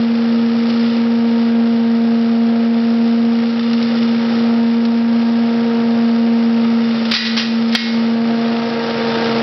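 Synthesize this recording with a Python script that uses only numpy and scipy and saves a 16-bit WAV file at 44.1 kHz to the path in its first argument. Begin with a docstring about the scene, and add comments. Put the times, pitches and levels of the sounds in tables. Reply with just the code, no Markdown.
"""On a lawn, a moving microphone hears a petrol debris loader running flat out: a V-twin engine spins
a four-bladed impeller that drones and roars. Gulps of leaves rustle up the hose in the first second
and again around 4 s, with twigs ticking among them. Just after 7 s a few hard pieces clang through
the steel housing and make the recorder's gain control duck. In the last second the microphone turns
back to the machine and the rush of air grows."""
import sys
import numpy as np
from scipy import signal
from scipy.fft import rfft, irfft, next_fast_len
from scipy.io import wavfile

SR = 44100
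rng = np.random.default_rng(int(sys.argv[2]) if len(sys.argv) > 2 else 0)


def int16_out(signal):
    """Quantize to a 16-bit WAV file."""
    q = np.round(np.clip(np.atleast_2d(signal).T, -1, 1) * 32767)
    wavfile.write(sys.argv[1], SR, q.astype(np.int16))


N = 415422
TIME = np.arange(N) / SR
CUTOFF_HZ = 16000

# Levels in the tables are relative; each layer adds its own gain.
# rush of air at the microphone: time_s, level_db
AIR_LEVEL = [(0, -30.5), (2.6, -31.5), (5, -31), (8.2, -29), (9.1, -23), (9.42, -22)]
# engine note, in multiples of the four-stroke cycle: order, level_db
ENGINE_ORDERS = [(2, -18), (3, -20), (4, -17.5), (5, -8.5), (6, -17), (7, -16.5), (10, -20.5), (11, -17.5),
                 (22, -17.5)]
# turbulence in housing and chute: frequency_hz, density_db
ROAR_SPECTRUM = [(35, -26), (75, -23.5), (125, -2.5), (190, -8.5), (270, -4), (350, 0.5), (410, -6.5),
                 (510, 4), (660, -5.5), (780, -2), (1030, -11), (1330, -8.5), (2300, -12.5), (5500, -23)]
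# gulps of leaves: fullest_s, length_s, rustle_db, roar_db, choke_db
LEAF_GULPS = [(0.207, 0.4, 1, 1, 0.8), (0.5, 0.27, 1.6, -0.5, -0.3), (0.73, 0.059, 3, 0.5, 1),
              (0.92, 0.1, 5, 1, 0.8), (3.577, 0.24, 4.5, -0.5, 4.5), (3.924, 0.19, 4.3, 0.8, 2.5),
              (4.26, 0.22, 4.5, 3, 2.5), (4.48, 0.18, 0.5, 1.5, -0.5), (5.648, 0.34, 1, 2.5, 0),
              (7.043, 0.27, 5, 1.5, 4.5), (7.508, 0.37, 3, -0.5, 2)]
# leaves sliding through: frequency_hz, density_db
RUSTLE_SPECTRUM = [(700, -17.5), (1300, 4.5), (1550, -5.5), (1850, 0.5), (2400, 0), (3600, -2), (5000, 1.5),
                   (5500, 0), (6000, -15.5)]
# hollow resonances of the duct: pitch_hz, width_hz, level_db
DUCT_MODES = [(1270, 60, -3), (1380, 60, 0), (1830, 120, -7), (2865, 55, 1), (3320, 25, -6), (3560, 22, 6),
              (3607, 18, 0), (4130, 30, -5)]
# twigs in the hose: start_s, level_db
TWIG_SNAPS = [(0.701, -17), (3.732, -13.5), (3.827, -14), (4.028, -17), (4.8513, -14.5), (7.053, -13),
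              (8.6582, -26), (9.267, -16)]
# clatter of fragments: frequency_hz, density_db
CLATTER_SPECTRUM = [(400, -21), (1000, -9.5), (1500, -4), (1900, -4), (2400, -5), (3000, -1.5),
                    (4000, -0.5), (5000, 0), (6000, -4.5)]
# hard pieces hitting the housing: start_s, level_db, clatter_t60_s, ring_db, favoured_hz
HARD_HITS = [(7.113, -10, 0.094, -26, 4800), (7.117, -7.5, 0.1, 3.5, 3640), (7.137, -2, 0.25, 4.5, 1970),
             (7.149, 1.5, 0.19, -15, 3830), (7.164, -4, 0.096, 7.5, 4010),
             (7.251, -10.5, 0.24, -25.5, 4000), (7.367, -13, 0.17, -2, 2240), (7.374, -7, 0.28, -8.5, 4625),
             (7.396, -10.5, 0.27, 3.5, 2480), (7.724, -20, 0.49, -26, 4730), (7.750, 1, .035, 2.5, 2190),
             (7.757, 2.5, 0.024, -16, 4800)]
# modes of the steel housing: pitch_hz, level_db, t60_s
HOUSING_MODES = [(1486, -10, .6), (1697, -8, .6), (1873, -.5, .5), (1925, -4, .5), (1981, -1, .5),
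                 (2168, -6, .65), (2400, -6, .45), (2482, -4, .5), (2695, -7, .6), (2783, -7, .55),
                 (2935, -5, .35), (3080, -4, .45), (3190, -5, .4), (3300, -5, .4), (3642, -4, .45),
                 (3715, -5, .4), (3832, -2, .4), (4001, -3, .45), (4130, -4, .4), (4445, -5, .4),
                 (4625, -4, .5), (4802, 2, .45), (4865, -3, .35), (5065, -4, .35)]
# blade-pass rate at governed speed: time_s, pitch_hz
BLADE_RATE = [(0, 231.3), (1, 232.3), (2, 230.7), (2.5, 230.8), (3.75, 232.3), (4.1, 231.5), (5.1, 232.0),
              (5.7, 232.0), (6.85, 230.4), (7.2, 227.0), (7.65, 229.8), (7.85, 229.1), (8.7, 231.6),
              (9.2, 229.6), (9.42, 229.5)]
# blade harmonics at the moving microphone: time_s, first_db, second_db, third_db, fourth_db
DRONE_LEVELS = [(0, -14, -30.5, -38, -48), (0.7, -14, -30.5, -52, -45.5), (1.4, -13.5, -29.5, -41.5, -42),
                (2.4, -13.5, -30.5, -37.5, -46.5), (4.75, -13.5, -30, -43.5, -41.5),
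                (5.25, -13.5, -34.5, -40, -42), (5.7, -15.3, -25, -38.5, -40.2),
                (6.05, -13, -30, -38, -41.0), (7.8, -14, -33, -49, -44), (8.5, -16.5, -28, -31.5, -40),
                (8.85, -23.5, -25.8, -40.5, -34.5), (9.42, -19.1, -23.5, -34, -34)]
# weak upper blade harmonics, following the fourth: harmonic, level_db
BLADE_OVERTONES = [(5, -8.5), (6, -16), (7, -8), (9, -21.5)]
# loss in each blade harmonic, in dB per dB of choking: first, second, third, fourth
CHOKE_WEIGHTS = [0.73, .8, 8.8, 0.65]


def from_db(db):
    """Decibels to gain."""
    return 10 ** (np.asarray(db) / 20)


def unit_rms(x):
    """Scale to unit rms."""
    return x / np.sqrt(np.mean(x ** 2) + 1e-20)


def curves(rows):
    """One curve per value column of a table that starts with time_s."""
    times, *columns = np.transpose(rows)
    return [np.interp(TIME, times, column) for column in columns]


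def drift(rate_hz):
    """Slow random wander with rms 1."""
    step, settle = 40, 2000
    pole = np.exp(-2 * np.pi * rate_hz * step / SR)
    noise = rng.standard_normal(N // step + settle + 2)
    slow = signal.lfilter([1], [1, -2 * pole, pole * pole], noise)[settle:]
    return np.interp(np.arange(N) / step, np.arange(len(slow)), unit_rms(slow))


def colour(x, spectrum):
    """Give a flat sound a spectrum; rms 1."""
    hz, db = np.transpose(spectrum)
    size = next_fast_len(N)
    bins = np.maximum(np.fft.rfftfreq(size, 1 / SR), 1)
    gain = from_db(np.interp(np.log(bins), np.log(hz), db)) * (bins < CUTOFF_HZ + 500)
    return unit_rms(irfft(rfft(x, size) * gain, size)[:N])


def resonate(x, hz, width_hz):
    """A resonance with gain 1 at its peak."""
    r, w = np.exp(-np.pi * width_hz / SR), 2 * np.pi * hz / SR
    return signal.lfilter(np.array([1, 0, -1]) * (1 - r * r) / 2, [1, -2 * r * np.cos(w), r * r], x)


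def ring(clicks, hz, t60_s):
    """A unit click sets a sine of height 1 ringing."""
    r, w = from_db(-60 / (t60_s * SR)), 2 * np.pi * hz / SR
    return signal.lfilter([0, np.sin(w)], [1, -2 * r * np.cos(w), r * r], clicks + 1e-18)


def bursts(rows):
    """Joint envelope of sudden bursts: start_s, level_db, t60_s."""
    power = np.zeros(N)
    for start_s, db, t60_s in rows:
        start = int(start_s * SR)
        age = TIME[:min(N - start, int(t60_s * SR))]
        power[start:start + len(age)] += from_db(db - 60 * age / t60_s) ** 2
    return np.sqrt(power)


def grains(per_s, spread_db):
    """Random tiny impacts of uneven size."""
    sizes = from_db(spread_db * np.minimum(rng.exponential(1, N), 4))
    return unit_rms(sizes * rng.choice([-1, 1], N) * (rng.random(N) < per_s / SR))


def engine(cycle, rough_db=0.3):
    """Low exhaust orders behind the drone, each a little uneven from firing to firing."""
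    note = np.zeros(N)
    for order, db in ENGINE_ORDERS:
        level = from_db(db + rough_db * drift(23))
        note += level * np.sin(2 * np.pi * (order * cycle + rng.random()))
    return np.sqrt(2) * note


def exhaust_puffs(cycle, fade_cycles=0.15):
    """Two cylinders fire three eighths of a cycle apart; each puff fades quickly."""
    ages = [cycle % 1, (cycle - 3 / 8) % 1]
    return sum(np.exp(-age / fade_cycles) for age in ages)


def air_roar(blade, puffs, chop=0.19, throb=0.12):
    """Turbulent air, chopped by the blades and swelling with each exhaust puff."""
    chopped = rng.standard_normal(N) * (1 + chop * np.cos(2 * np.pi * blade))
    return colour(chopped * (1 + throb * puffs), ROAR_SPECTRUM) * from_db(0.88 * drift(26))


def leaf_gulps(hose_stretch=1.7):
    """Each gulp swells and fades as a bell curve: it chokes the inlet and sounds longer in the hose."""
    leaves_db, load_db, choke_db = np.zeros((3, N))
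    for fullest_s, length_s, rustling, roaring, choking in LEAF_GULPS:
        at_inlet = 2 ** -(2 * (TIME - fullest_s) / length_s) ** 2
        in_hose = at_inlet ** (1 / hose_stretch ** 2)
        leaves_db += rustling * in_hose
        load_db += roaring * in_hose
        choke_db += choking * at_inlet
    return leaves_db, load_db, choke_db


def leaf_rustle(puffs, throb=1.2, scraps_db=-5, clump_db=1.0):
    """Hiss and leaf scraps peppering the hollow duct, pulsing with the engine."""
    scraps = from_db(scraps_db + 2.3 * drift(28)) * grains(per_s=2500, spread_db=4.0)
    leaves = (rng.standard_normal(N) + scraps) * (1 + throb * puffs)
    duct = sum(from_db(db) * resonate(leaves, hz, width_hz) for hz, width_hz, db in DUCT_MODES)
    return colour(leaves + duct, RUSTLE_SPECTRUM) * from_db(clump_db * drift(5.2))


def twigs(level_db=-4, t60_s=0.045):
    """Twigs tick in the hose as short, dry snaps."""
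    snaps = bursts((start_s, db, t60_s) for start_s, db in TWIG_SNAPS)
    return from_db(level_db) * colour(rng.standard_normal(N), CLATTER_SPECTRUM) * snaps


def housing_knocks(modes_db=-21, wash_db=-13, wash_t60_s=0.62, clank_db=-16, clank_t60_s=0.014):
    """A hard piece clatters and clanks, the housing's clear modes ring, and its dense ones wash away."""
    start_s, level_db, clatter_t60_s, ring_db, favoured_hz = np.transpose(HARD_HITS)
    struck_db = level_db + ring_db
    clatter = bursts(zip(start_s, level_db, clatter_t60_s))
    wash = bursts((s, db + wash_db, wash_t60_s) for s, db in zip(start_s, struck_db))
    out = colour(rng.standard_normal(N), CLATTER_SPECTRUM) * np.hypot(clatter, wash)
    for hz, mode_db, t60_s in HOUSING_MODES:
        favour_db = 7 * np.exp(-((hz - favoured_hz) / 60) ** 2)   # the struck spot favours some modes
        # bending waves reach the panels at different moments
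        arrival_s = start_s + rng.uniform(0, 0.0019, len(start_s))
        click_db = struck_db + mode_db + favour_db + rng.normal(0, 1, len(start_s))
        clicks = np.zeros(N)
        clicks[(arrival_s * SR).astype(int)] = from_db(click_db)
        out += from_db(modes_db) * ring(clicks, hz, t60_s)
        out += from_db(clank_db) * ring(clicks, hz, clank_t60_s)
    return out


def impeller(blade, choke_db, flutter_db=0.41, flutter_db_per_harmonic=0.22):
    """Blades passing the outlet give a nearly pure drone; gusty air shakes higher overtones more."""
    levels_db = [db - weight * choke_db for db, weight in zip(curves(DRONE_LEVELS), CHOKE_WEIGHTS)]
    first, second, third, fourth = levels_db
    drone = from_db(first + 0.26 + flutter_db * drift(11)) * np.sin(2 * np.pi * blade)
    overtones = [(2, second + 1.5), (3, third + 2), (4, fourth + 2)]
    overtones += [(harmonic, fourth + 3 + db) for harmonic, db in BLADE_OVERTONES]
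    for harmonic, db in overtones:
        phase = harmonic * blade + rng.random() + harmonic * 0.01 * drift(12)
        level = from_db(db + harmonic * flutter_db_per_harmonic * drift(3.4))
        drone += level * np.sin(2 * np.pi * phase)
    return np.sqrt(2) * drone


def scene():
    """The loader at one microphone; engine and impeller share a shaft, eight blade passes to a cycle."""
    blade_hz = curves(BLADE_RATE)[0] * (1 + 0.00059 * drift(7.3))
    blade = np.cumsum(blade_hz) / SR   # blade passes so far
    cycle = blade / 8
    puffs = exhaust_puffs(cycle)
    air_db, = curves(AIR_LEVEL)
    leaves_db, load_db, choke_db = leaf_gulps()
    mix = impeller(blade, choke_db)
    mix += from_db(air_db + load_db - 5) * engine(cycle)
    mix += from_db(air_db + load_db + 0.5) * air_roar(blade, puffs)
    mix += from_db(air_db + leaves_db - 5.5) * leaf_rustle(puffs)
    mix += twigs() + housing_knocks()
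    return mix[None]


def gain_control(x, ceiling=0.98, treble_weight=0.77, recovery_per_s=3.74, attack_s=0.006):
    """Peaks, above all sharp ones, pull the gain down fast; it climbs back along a straight ramp."""
    sensed = np.abs(x + treble_weight * np.diff(x, prepend=0))
    allowed = ceiling / np.maximum(sensed, ceiling)
    ramp = recovery_per_s * TIME
    gain = np.minimum.accumulate(allowed - ramp, axis=-1) + ramp
    pole = np.exp(-1 / (attack_s * SR))
    duck = signal.lfilter([1 - pole], [1, -pole], 1 - gain)
    return x * (1 - duck)


def record(dry, low_cut_hz=100, high_cut_hz=5380, band_edge_hz=6030):
    """A narrow-band recorder with gain control and a bass cut."""
    x = np.clip(gain_control(dry), -0.75, 0.75)
    x = signal.sosfilt(signal.butter(2, low_cut_hz, "high", fs=SR, output="sos"), x)
    x = signal.sosfilt(signal.butter(10, high_cut_hz, fs=SR, output="sos"), x)
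    band_edge = signal.firwin(201, band_edge_hz, fs=SR, window="blackman")
    x = signal.fftconvolve(x, band_edge[None], mode="same")
    x = np.clip(x, -0.71, 0.71)   # the hardest peaks overload the output and spit
    return signal.sosfilt(signal.cheby2(12, 70, CUTOFF_HZ, fs=SR, output="sos"), x)


dry = scene()
out = record(dry)
int16_out(out)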